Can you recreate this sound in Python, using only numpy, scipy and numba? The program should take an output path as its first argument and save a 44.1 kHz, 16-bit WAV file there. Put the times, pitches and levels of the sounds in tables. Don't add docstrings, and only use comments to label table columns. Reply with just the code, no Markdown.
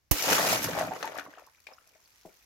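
import sys
import numpy as np
from scipy import signal
from scipy.fft import rfft, irfft, next_fast_len
from scipy.io import wavfile
from numba import njit

SR = 44100
rng = np.random.default_rng(int(sys.argv[2]) if len(sys.argv) > 2 else 0)


def generate_wav(sig):
    pcm = np.round(np.clip(np.atleast_2d(sig).T, -1, 1) * 32767).astype(np.int16)
    wavfile.write(sys.argv[1], SR, pcm)


N = 108045
T = np.arange(N) / SR
SIDES = np.array([[1], [-1]])


def amp(db):
    return 10 ** (np.asarray(db) / 20)


def curve(rows, at):
    return np.interp(at, *np.array(rows).T)


def pan(db):
    return amp(SIDES * db / 2)


def colour(x, points):
    size = next_fast_len(2 * N)
    hz, db = np.array(points, float).T
    grid_hz = np.arange(size // 2 + 1) * SR / size
    gain = amp(np.interp(np.log(grid_hz + 1), np.log(hz), db))
    cepstrum = irfft(np.log(gain / np.sqrt(np.mean(gain ** 2))), size)
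    cepstrum[1:size // 2] *= 2
    cepstrum[size // 2 + 1:] = 0
    return irfft(rfft(x, size) * np.exp(rfft(cepstrum)), size)[..., :N]


def noise(alike):
    alike = np.clip(alike, 0, 1)
    common = np.sqrt(alike) * rng.standard_normal(N)
    return common + np.sqrt(1 - alike) * rng.standard_normal((2, N))


CONTACT_S = 0.00065


def fade(start, decay):
    age = np.maximum(T - start, 0)
    return np.minimum(age / CONTACT_S, 1) * np.exp(-age / decay)


@njit
def rings(start, hz, t60, size, glide, rise):
    out = np.zeros(N)
    for k in range(len(start)):
        first = int(start[k] * SR) + 1
        last = min(first + int(t60[k] * SR), N)
        for i in range(max(first, 0), last):
            t = i / SR - start[k]
            age = t / t60[k]
            swell = 1 - np.exp(-t * hz[k] / rise)
            tone = np.sin(2 * np.pi * hz[k] * t * (1 + glide * age))
            out[i] += size[k] * np.exp(-6.9 * age) * swell * tone
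    return out


FULL_FLOW_DB, THINNING_DB = -28, 38
SIDE_SPREAD_DB, SIDE_LAG_S = 3, .00016


def shower(levels, per_s, scatter_db, count):
    when, spare, weight, side, angle = rng.random((count, 5)).T
    length = T[-1] - levels[0][0]
    time = levels[0][0] + when * length
    db = curve(levels, time)
    offered = count / length
    thinned = per_s * 10 ** (np.minimum(db - FULL_FLOW_DB, 0) / THINNING_DB)
    rate = np.minimum(thinned, offered)
    keep = rng.random(count) < rate / offered
    size = amp(-scatter_db * np.log(np.maximum(weight, .015)))
    size = size / np.sqrt(np.mean(size ** 2) * rate) * amp(db)
    size = size * rng.choice([-1, 1], count)
    times = time + SIDES * SIDE_LAG_S * (2 * angle - 1)
    sizes = size * amp(SIDES * SIDE_SPREAD_DB * (2 * side - 1))
    return times[:, keep], sizes[:, keep], spare[keep]


def clicks(times, sizes):
    heard = []
    for t, s in zip(times, sizes):
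        sample = np.clip(t * SR, 0, N).astype(int)
        heard.append(np.bincount(sample, s, N + 1)[:N])
    return np.array(heard) * np.sqrt(SR)


BUBBLE_GLIDE = .15


def swarm(times, sizes, hz, cycles):
    t60 = cycles / hz
    evened = np.sqrt(4 * np.log(1000) / t60)
    return np.array([rings(t, hz, t60, s * evened, BUBBLE_GLIDE, 0.35) for t, s in zip(times, sizes)])


# [f/Hz, level/dB]
FLOOR_COLOUR = [(100, -5), (300, -0.5), (600, -1.5), (1100, 1), (2200, 0), (3200, -4.5), (6000, 0),
                (8300, -11.5), (13000, -7), (16000, -11.5)]
# [f/Hz, level/dB]
RUMBLE_COLOUR = [(15, -25.5), (60, 5), (110, -2.5), (250, -17), (600, -20), (3000, -59.5)]
FLOOR_DB, FLOOR_SWELL_DB, RUMBLE_DB = -77.5, 11.5, -78


def background():
    hiss = colour(noise(0.17), FLOOR_COLOUR) * amp(FLOOR_DB + FLOOR_SWELL_DB * T / T[-1])
    return hiss + colour(noise(0.42), RUMBLE_COLOUR) * amp(RUMBLE_DB)


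ROOM_T60_S, ROOM_TREBLE_T60_S = 0.19, 0.28
ROOM_DB, ROOM_TREBLE_DB, ROOM_GAP_S = -8, -11, .004


def room(x):
    t = T[:SR // 2]
    out = x
    for kind, t60, db in (("low", ROOM_T60_S, ROOM_DB), ("high", ROOM_TREBLE_T60_S, ROOM_TREBLE_DB)):
        tail = rng.standard_normal((2, len(t))) * amp(-60 * t / t60) * (t > ROOM_GAP_S)
        tail = tail / np.sqrt(np.sum(tail[0] ** 2))
        tail = signal.sosfilt(signal.butter(2, 3000, kind, fs=SR, output="sos"), tail)
        mixed = tail + 0.21 * tail[::-1]
        out = out + amp(db) * signal.fftconvolve(x, mixed, axes=1)[:, :N]
    return out


TUB_ECHO_DB, TUB_NEAR_S, TUB_FAR_S = -13, .0004, .004


def tub(x, count=3):
    bright = signal.sosfilt(signal.butter(2, 2200, "high", fs=SR, output="sos"), x)
    delay = TUB_NEAR_S + (TUB_FAR_S - TUB_NEAR_S) * rng.random((2, count))
    lags = (delay * SR).astype(int)
    echoes = [sum(np.pad(side, (k, 0))[:N] for k in row) for side, row in zip(bright, lags)]
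    return x + amp(TUB_ECHO_DB) * np.array(echoes)


# [f/Hz, level/dB]
SIDE_BALANCE = [(200, -0.5), (1100, -.5), (2100, 2.5), (3800, 0.5), (8000, -3), (13000, -1.5)]


def balance(x):
    left = colour(x[0], [(hz, db / 2) for hz, db in SIDE_BALANCE])
    right = colour(x[1], [(hz, -db / 2) for hz, db in SIDE_BALANCE])
    return np.array([left, right]) * pan(-0.94)


# [f/Hz, level/dB, time to die by 60 dB t60/s]
BUMP_MODES = [(170, -44, 0.058), (307, -24.5, 0.025), (598, -26, 0.028), (820, -36, 0.025)]
# [f/Hz, level/dB]
SLOSH_COLOUR = [(50, -5), (160, -12), (320, 4), (480, 2.5), (700, 2.5), (1000, -16), (1400, -26),
                (5000, -26)]
BUMP_S, BUMP_RISE_S, BUMP_PAN_DB = 2.2495, 0.0073, 4
BUMP_STRETCH, BUMP_RELAX_S = 0.495, .007
SLOSH_DB, SLOSH_DECAY_S = -45, 0.024


def bump():
    age = np.maximum(T - BUMP_S, 0)
    turns = age + BUMP_STRETCH * BUMP_RELAX_S * (1 - np.exp(-age / BUMP_RELAX_S))
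    skin = sum(amp(db - 60 * age / t60) * np.sin(2 * np.pi * hz * turns) for hz, db, t60 in BUMP_MODES)
    slosh = colour(noise(0.84), SLOSH_COLOUR) * fade(BUMP_S, SLOSH_DECAY_S) * amp(SLOSH_DB)
    rise = 1 - np.exp(-(age / BUMP_RISE_S) ** 2)
    return (skin + slosh) * rise * pan(BUMP_PAN_DB)


SQUEAK_S, SQUEAK_HZ, SQUEAK_DB, SQUEAK_T60_S, SQUEAK_PAN_DB = 1.7348, 5270, -41.5, 0.015, -10


def squeak():
    start, hz, t60 = np.array([SQUEAK_S]), np.array([1. * SQUEAK_HZ]), np.array([SQUEAK_T60_S])
    return rings(start, hz, t60, amp([SQUEAK_DB]), -.03, 4.0) * pan(SQUEAK_PAN_DB)


# [f/Hz, level/dB]
SNAP_COLOUR = [(150, -26), (600, -6), (1400, -14.5), (2000, -5), (2400, 2), (3100, -11), (4200, -6.5),
               (6000, -18.5), (9000, -28), (16000, -29)]
SNAP_S, SNAP_DB, SNAP_DECAY_S, SNAP_PAN_DB = 1.6683, -39.5, 0.0046, 2.5
SNAP_TAIL_DB, SNAP_TAIL_S = -17.5, 0.02
SNAP_RING_HZ, SNAP_RING_DB, SNAP_RING_T60_S = 2390, -40.5, 0.019


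def snap():
    crack = fade(SNAP_S, SNAP_DECAY_S) + amp(SNAP_TAIL_DB) * fade(SNAP_S, SNAP_TAIL_S)
    noisy = colour(noise(0.46) * crack, SNAP_COLOUR) * amp(SNAP_DB)
    ring = fade(SNAP_S, SNAP_RING_T60_S / np.log(1000)) * np.sin(2 * np.pi * SNAP_RING_HZ * (T - SNAP_S))
    return (noisy + amp(SNAP_RING_DB) * ring) * pan(SNAP_PAN_DB)


# [t/s, level/dB, left over right level/dB]
TICKS = [(.224, -31, 28), (.233, -50, -2), (0.323, -35.5, 18.5), (0.331, -18, -0.5), (0.34, -46, -5),
         (0.531, -25, -16), (0.628, -26, -8), (0.633, -27, 3), (0.642, -22.5, -5), (0.647, -28, 14),
         (0.793, -31, -5), (.869, -42, -7), (.936, -43, -2), (1.026, -44, 7), (1.054, -37.5, -2),
         (1.149, -47, 7), (1.177, -39.5, 7), (1.196, -41, -2), (1.24, -54, -13), (1.326, -59, 0),
         (1.396, -51.5, 0), (1.465, -50, 4.5), (1.546, -61.5, -4), (1.602, -54, 4), (1.729, -59, 5),
         (1.874, -51.5, 3), (1.891, -55, -3)]
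# [f/Hz, level/dB]
TICK_COLOUR = [(300, -34), (2000, -8), (6000, 15), (8500, 3), (13000, 14), (16500, -6)]
TICK_DECAY_S = 0.0023


def ticks():
    shape = sum(fade(t, TICK_DECAY_S) * amp(db) * pan(side) for t, db, side in TICKS)
    return colour(noise(0.16) * shape, TICK_COLOUR)


# [t/s, level/dB]
DRUM = [(.14, -51), (.22, -54), (.31, -38), (.45, -45.5), (.52, -36), (.6, -44.5), (.68, -38.5), (.81, -43),
        (.91, -49), (.98, -61.5), (1.05, -57), (1.15, -62), (1.28, -65.5), (1.38, -89), (1.6, -105)]
# [f/Hz, level/dB]
DRUM_COLOUR = [(30, -28), (65, -9), (95, -7.5), (117, 1.5), (140, -3), (168, -1), (200, -1.5), (235, 0),
               (270, 0.5), (320, -1.5), (500, -16.5), (1500, -64.5)]


def drumming():
    times, sizes, _ = shower(DRUM, 1800, 3.55, count=6000)
    return colour(clicks(times, sizes), DRUM_COLOUR) * pan(0.32)


# [t/s, level/dB]
SPRAY = [(.12, -37.5), (.19, -36), (.27, -32), (.33, -27), (.42, -33.5), (.53, -29), (.6, -42),
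         (.645, -36.5), (.68, -44), (.81, -44.5), (.92, -57.5), (1.01, -53), (1.05, -54.5), (1.12, -59),
         (1.195, -57), (1.23, -65.5), (1.5, -72.5), (1.9, -69.5), (2.45, -67.5)]
# [f/Hz, level/dB]
SPRAY_COLOUR = [(200, -30.5), (1000, -3.5), (2500, 5.5), (3700, 1.5), (5500, 4), (7000, 2), (8200, -5.5),
                (10500, -3), (13500, 0), (16000, -10)]
DROPS_PER_S, DROP_SCATTER_DB, PATTER_DB, SPRAY_PAN_DB = 4000, 3, -1.5, 0
FIZZ_PER_S, FIZZ_SCATTER_DB, FIZZ_DB = 3500, 1.5, -2.5
FIZZ_LOW_HZ, FIZZ_HIGH_HZ, FIZZ_CYCLES = 1204, 15660, 36


def spray():
    times, sizes, _ = shower(SPRAY, DROPS_PER_S, DROP_SCATTER_DB, count=30000)
    patter = clicks(times, sizes)
    times, sizes, spare = shower(SPRAY, FIZZ_PER_S, FIZZ_SCATTER_DB, count=15000)
    hz = FIZZ_LOW_HZ + (FIZZ_HIGH_HZ - FIZZ_LOW_HZ) * spare
    fizz = swarm(times, sizes, hz, FIZZ_CYCLES)
    return colour(amp(PATTER_DB) * patter + amp(FIZZ_DB) * fizz, SPRAY_COLOUR) * pan(SPRAY_PAN_DB)


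# [t/s, level/dB]
SPLASH = [(.12, -47), (.19, -42), (.3, -27), (.39, -29.5), (.45, -30), (.525, -31.5), (.6, -38), (.68, -37),
          (.81, -35.5), (.9, -44), (1.005, -46), (1.05, -39.5), (1.11, -49), (1.185, -42.5), (1.23, -54),
          (1.39, -58), (1.52, -72), (1.64, -83), (1.69, -57.5), (1.8, -74), (1.96, -67.5), (2.03, -84)]
# [f/Hz, level/dB]
SPLASH_COLOUR = [(60, -39), (170, -15.5), (330, -1.5), (480, -1.5), (660, 3.5), (1000, 1), (1500, 2),
                 (2200, -1.5), (3200, -13), (9000, -14.5)]
# [f/Hz, level/dB]
SLAP_COLOUR = [(50, -26), (130, -18), (220, -6.5), (290, 5), (400, -1), (550, 7), (750, 3.5), (1800, 0),
               (3600, -5.5), (6500, -9), (8500, -21.5), (16000, -30)]
BUBBLES_PER_S, BUBBLE_SCATTER_DB = 1700, 2.5
BUBBLE_LOW_HZ, BUBBLE_HIGH_HZ, BUBBLE_CYCLES = 384, 3450, 9.1
SLAP_SHARE, SPLASH_PAN_DB = 0.37, 2


def splash():
    times, sizes, spare = shower(SPLASH, BUBBLES_PER_S, BUBBLE_SCATTER_DB, count=12000)
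    hz = BUBBLE_LOW_HZ * (BUBBLE_HIGH_HZ / BUBBLE_LOW_HZ) ** spare
    bubbles = colour(swarm(times, sizes, hz, BUBBLE_CYCLES), SPLASH_COLOUR)
    times, sizes, _ = shower(SPLASH, 2200, 2.5, count=8000)
    slaps = colour(clicks(times, sizes), SLAP_COLOUR)
    return (amp(-7) * bubbles + SLAP_SHARE * slaps) * pan(SPLASH_PAN_DB)


SURGES_PER_S, SURGE_DB = 130, 1.46


def surges():
    knots = rng.standard_normal(1000)
    return amp(SURGE_DB * np.interp(T * SURGES_PER_S, np.arange(len(knots)), knots))


# [t/s, pitch f/Hz, ring level/dB, slap level/dB, left over right level/dB]
PLOPS = [(.158, 490, -29.5, -47, 3.5), (.283, 560, -21.5, -32.5, 5.5), (0.287, 890, -23, -24.5, 4.5),
         (.3, 520, -20, -32.5, 4.5), (.3105, 650, -22, -23, -12), (0.322, 970, -19, -21, 7),
         (0.33, 1370, -15.5, -29.5, 16), (.369, 630, -28.5, -28, -0.5), (.381, 1116, -11.5, -27, 10.5),
         (.395, 638, -12.5, -33, 6), (.527, 668, -14.5, -22, 4.5), (0.645, 700, -36, -27, 4),
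         (.686, 500, -20, -35, 1), (.731, 660, -26, -42.5, -5), (.776, 653, -17, -35, 5),
         (.787, 780, -17, -27.5, 1), (.810, 662, -11, -30.5, 2), (.874, 634, -24.5, -54, 5),
         (.829, 632, -21, -43, 1), (.910, 740, -21.5, -56, -9), (.918, 750, -17.5, -53, 2),
         (0.961, 1150, -28.5, -42.5, -4), (.963, 473, -31, -47, 11), (1.027, 678, -24.5, -25, 3),
         (1.044, 867, -19, -41, 7.5), (1.075, 690, -28, -32, 0.5), (1.118, 566, -32.5, -42, 4),
         (1.157, 1140, -28, -54, 11), (1.169, 625, -28, -48, 2), (1.185, 1650, -25, -32, 10.5),
         (1.195, 1455, -21, -41, 1), (1.263, 1070, -29, -67, -3), (1.273, 600, -36, -59, 3),
         (1.282, 297, -40, -69, -2), (1.337, 1590, -34.5, -62, 7), (1.358, 1590, -46, -87.5, 0),
         (1.374, 705, -35.5, -76, 2), (1.382, 1250, -34.5, -58, 8), (1.393, 1000, -37, -56, 5),
         (1.421, 665, -39, -74, 5), (1.473, 1016, -39.5, -74, -5), (1.548, 2300, -45.5, -73.5, 3),
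         (1.579, 1470, -53, -73, 1), (1.602, 2090, -55, -69, 10), (1.722, 520, -41.5, -65, 9),
         (1.722, 1150, -42, -72, -8), (1.783, 1290, -40, -76, 7), (1.955, 627, -48, -81, 8)]
PLOP_CYCLES, PLOP_GLIDE, PLOP_RISE_CYCLES = 14.7, 0.046, 0.98
SLAP_DECAY_S = 0.0038
SATELLITE_DB, SATELLITE_SPREAD_S, SATELLITE_OCTAVES = -11.5, 0.015, 1.394


def plop_ring(start, hz, db, side):
    t60 = PLOP_CYCLES / hz
    return np.array([rings(start, hz, t60, amp(db + s * side / 2), PLOP_GLIDE, PLOP_RISE_CYCLES)
                     for s in (1, -1)])


def plops(count=3):
    start, hz, ring_db, slap_db, side = np.array(PLOPS, float).T.copy()
    out = plop_ring(start, hz, ring_db, side)
    for late, higher in rng.random((len(hz), 2, count)).T:
        follower_hz = hz * 2 ** (SATELLITE_OCTAVES * higher - .2)
        out = out + plop_ring(start + SATELLITE_SPREAD_S * late, follower_hz, ring_db + SATELLITE_DB, side)
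    slap = sum(fade(t, SLAP_DECAY_S) * amp(db) * pan(p) for t, db, p in zip(start, slap_db, side))
    return out + colour(noise(0.42) * slap, SLAP_COLOUR)


POP_S = .1106
PUFF_DB, PUFF_LEFT = -7, -0.19
PUFF_START_HZ, PUFF_END_HZ, PUFF_SAG_S = 143.7, 39.7, 0.0092
PUFF_RISE_S, PUFF_DECAY_S = 0.0026, 0.011


def puff():
    age = np.maximum(T - POP_S, 0)
    sag = (PUFF_START_HZ - PUFF_END_HZ) * PUFF_SAG_S * (1 - np.exp(-age / PUFF_SAG_S))
    turns = PUFF_END_HZ * age + sag
    envelope = (1 - np.exp(-(age / PUFF_RISE_S) ** 2)) * np.exp(-age / PUFF_DECAY_S)
    return amp(PUFF_DB) * np.sin(2 * np.pi * turns) * envelope * np.array([[PUFF_LEFT], [1]])


# [f/Hz, level/dB]
RIP_COLOUR = [(60, -19), (210, -6), (310, 13), (480, 3), (780, 1.5), (1030, 2), (1400, -4), (2500, 0),
              (3700, -9), (6200, 2), (8500, -5.5), (13500, 3.5), (16500, -0.5)]
RIP_ATTACK_S, RIP_S, RIP_RELEASE_S, RIP_DB, RIP_PAN_DB = .0025, 0.0065, .004, -18.5, -6.5
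RIP_JERKS_PER_S, RIP_JERK_DB = 900, 2.5
MIST_DB, MIST_DECAY_S = -22, 0.017


def pop():
    attack = np.clip((T - POP_S) / RIP_ATTACK_S, 0, 1)
    release = np.exp(-np.maximum(T - POP_S - RIP_S, 0) / RIP_RELEASE_S)
    jerks = rng.uniform(-1.2, 1, 4000) * np.sqrt(3)
    jerky = amp(RIP_JERK_DB * np.interp(T * RIP_JERKS_PER_S, np.arange(len(jerks)), jerks))
    rip = noise(0.14) * attack * release * jerky * amp(RIP_DB) * pan(RIP_PAN_DB)
    mist = noise(0.07) * fade(POP_S, MIST_DECAY_S) * amp(MIST_DB)
    return colour(rip + mist, RIP_COLOUR)


def scene():
    water = (splash() + spray()) * surges() + drumming() + plops()
    in_tub = tub(pop() + water + ticks())
    in_room = room(in_tub + snap() + squeak() + bump())
    return balance(in_room) + puff() + background()


TOP_HZ = 15950


def record(dry):
    return signal.sosfilt(signal.ellip(10, .2, 80, TOP_HZ, fs=SR, output="sos"), dry)


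dry = scene()
out = record(dry)
generate_wav(out)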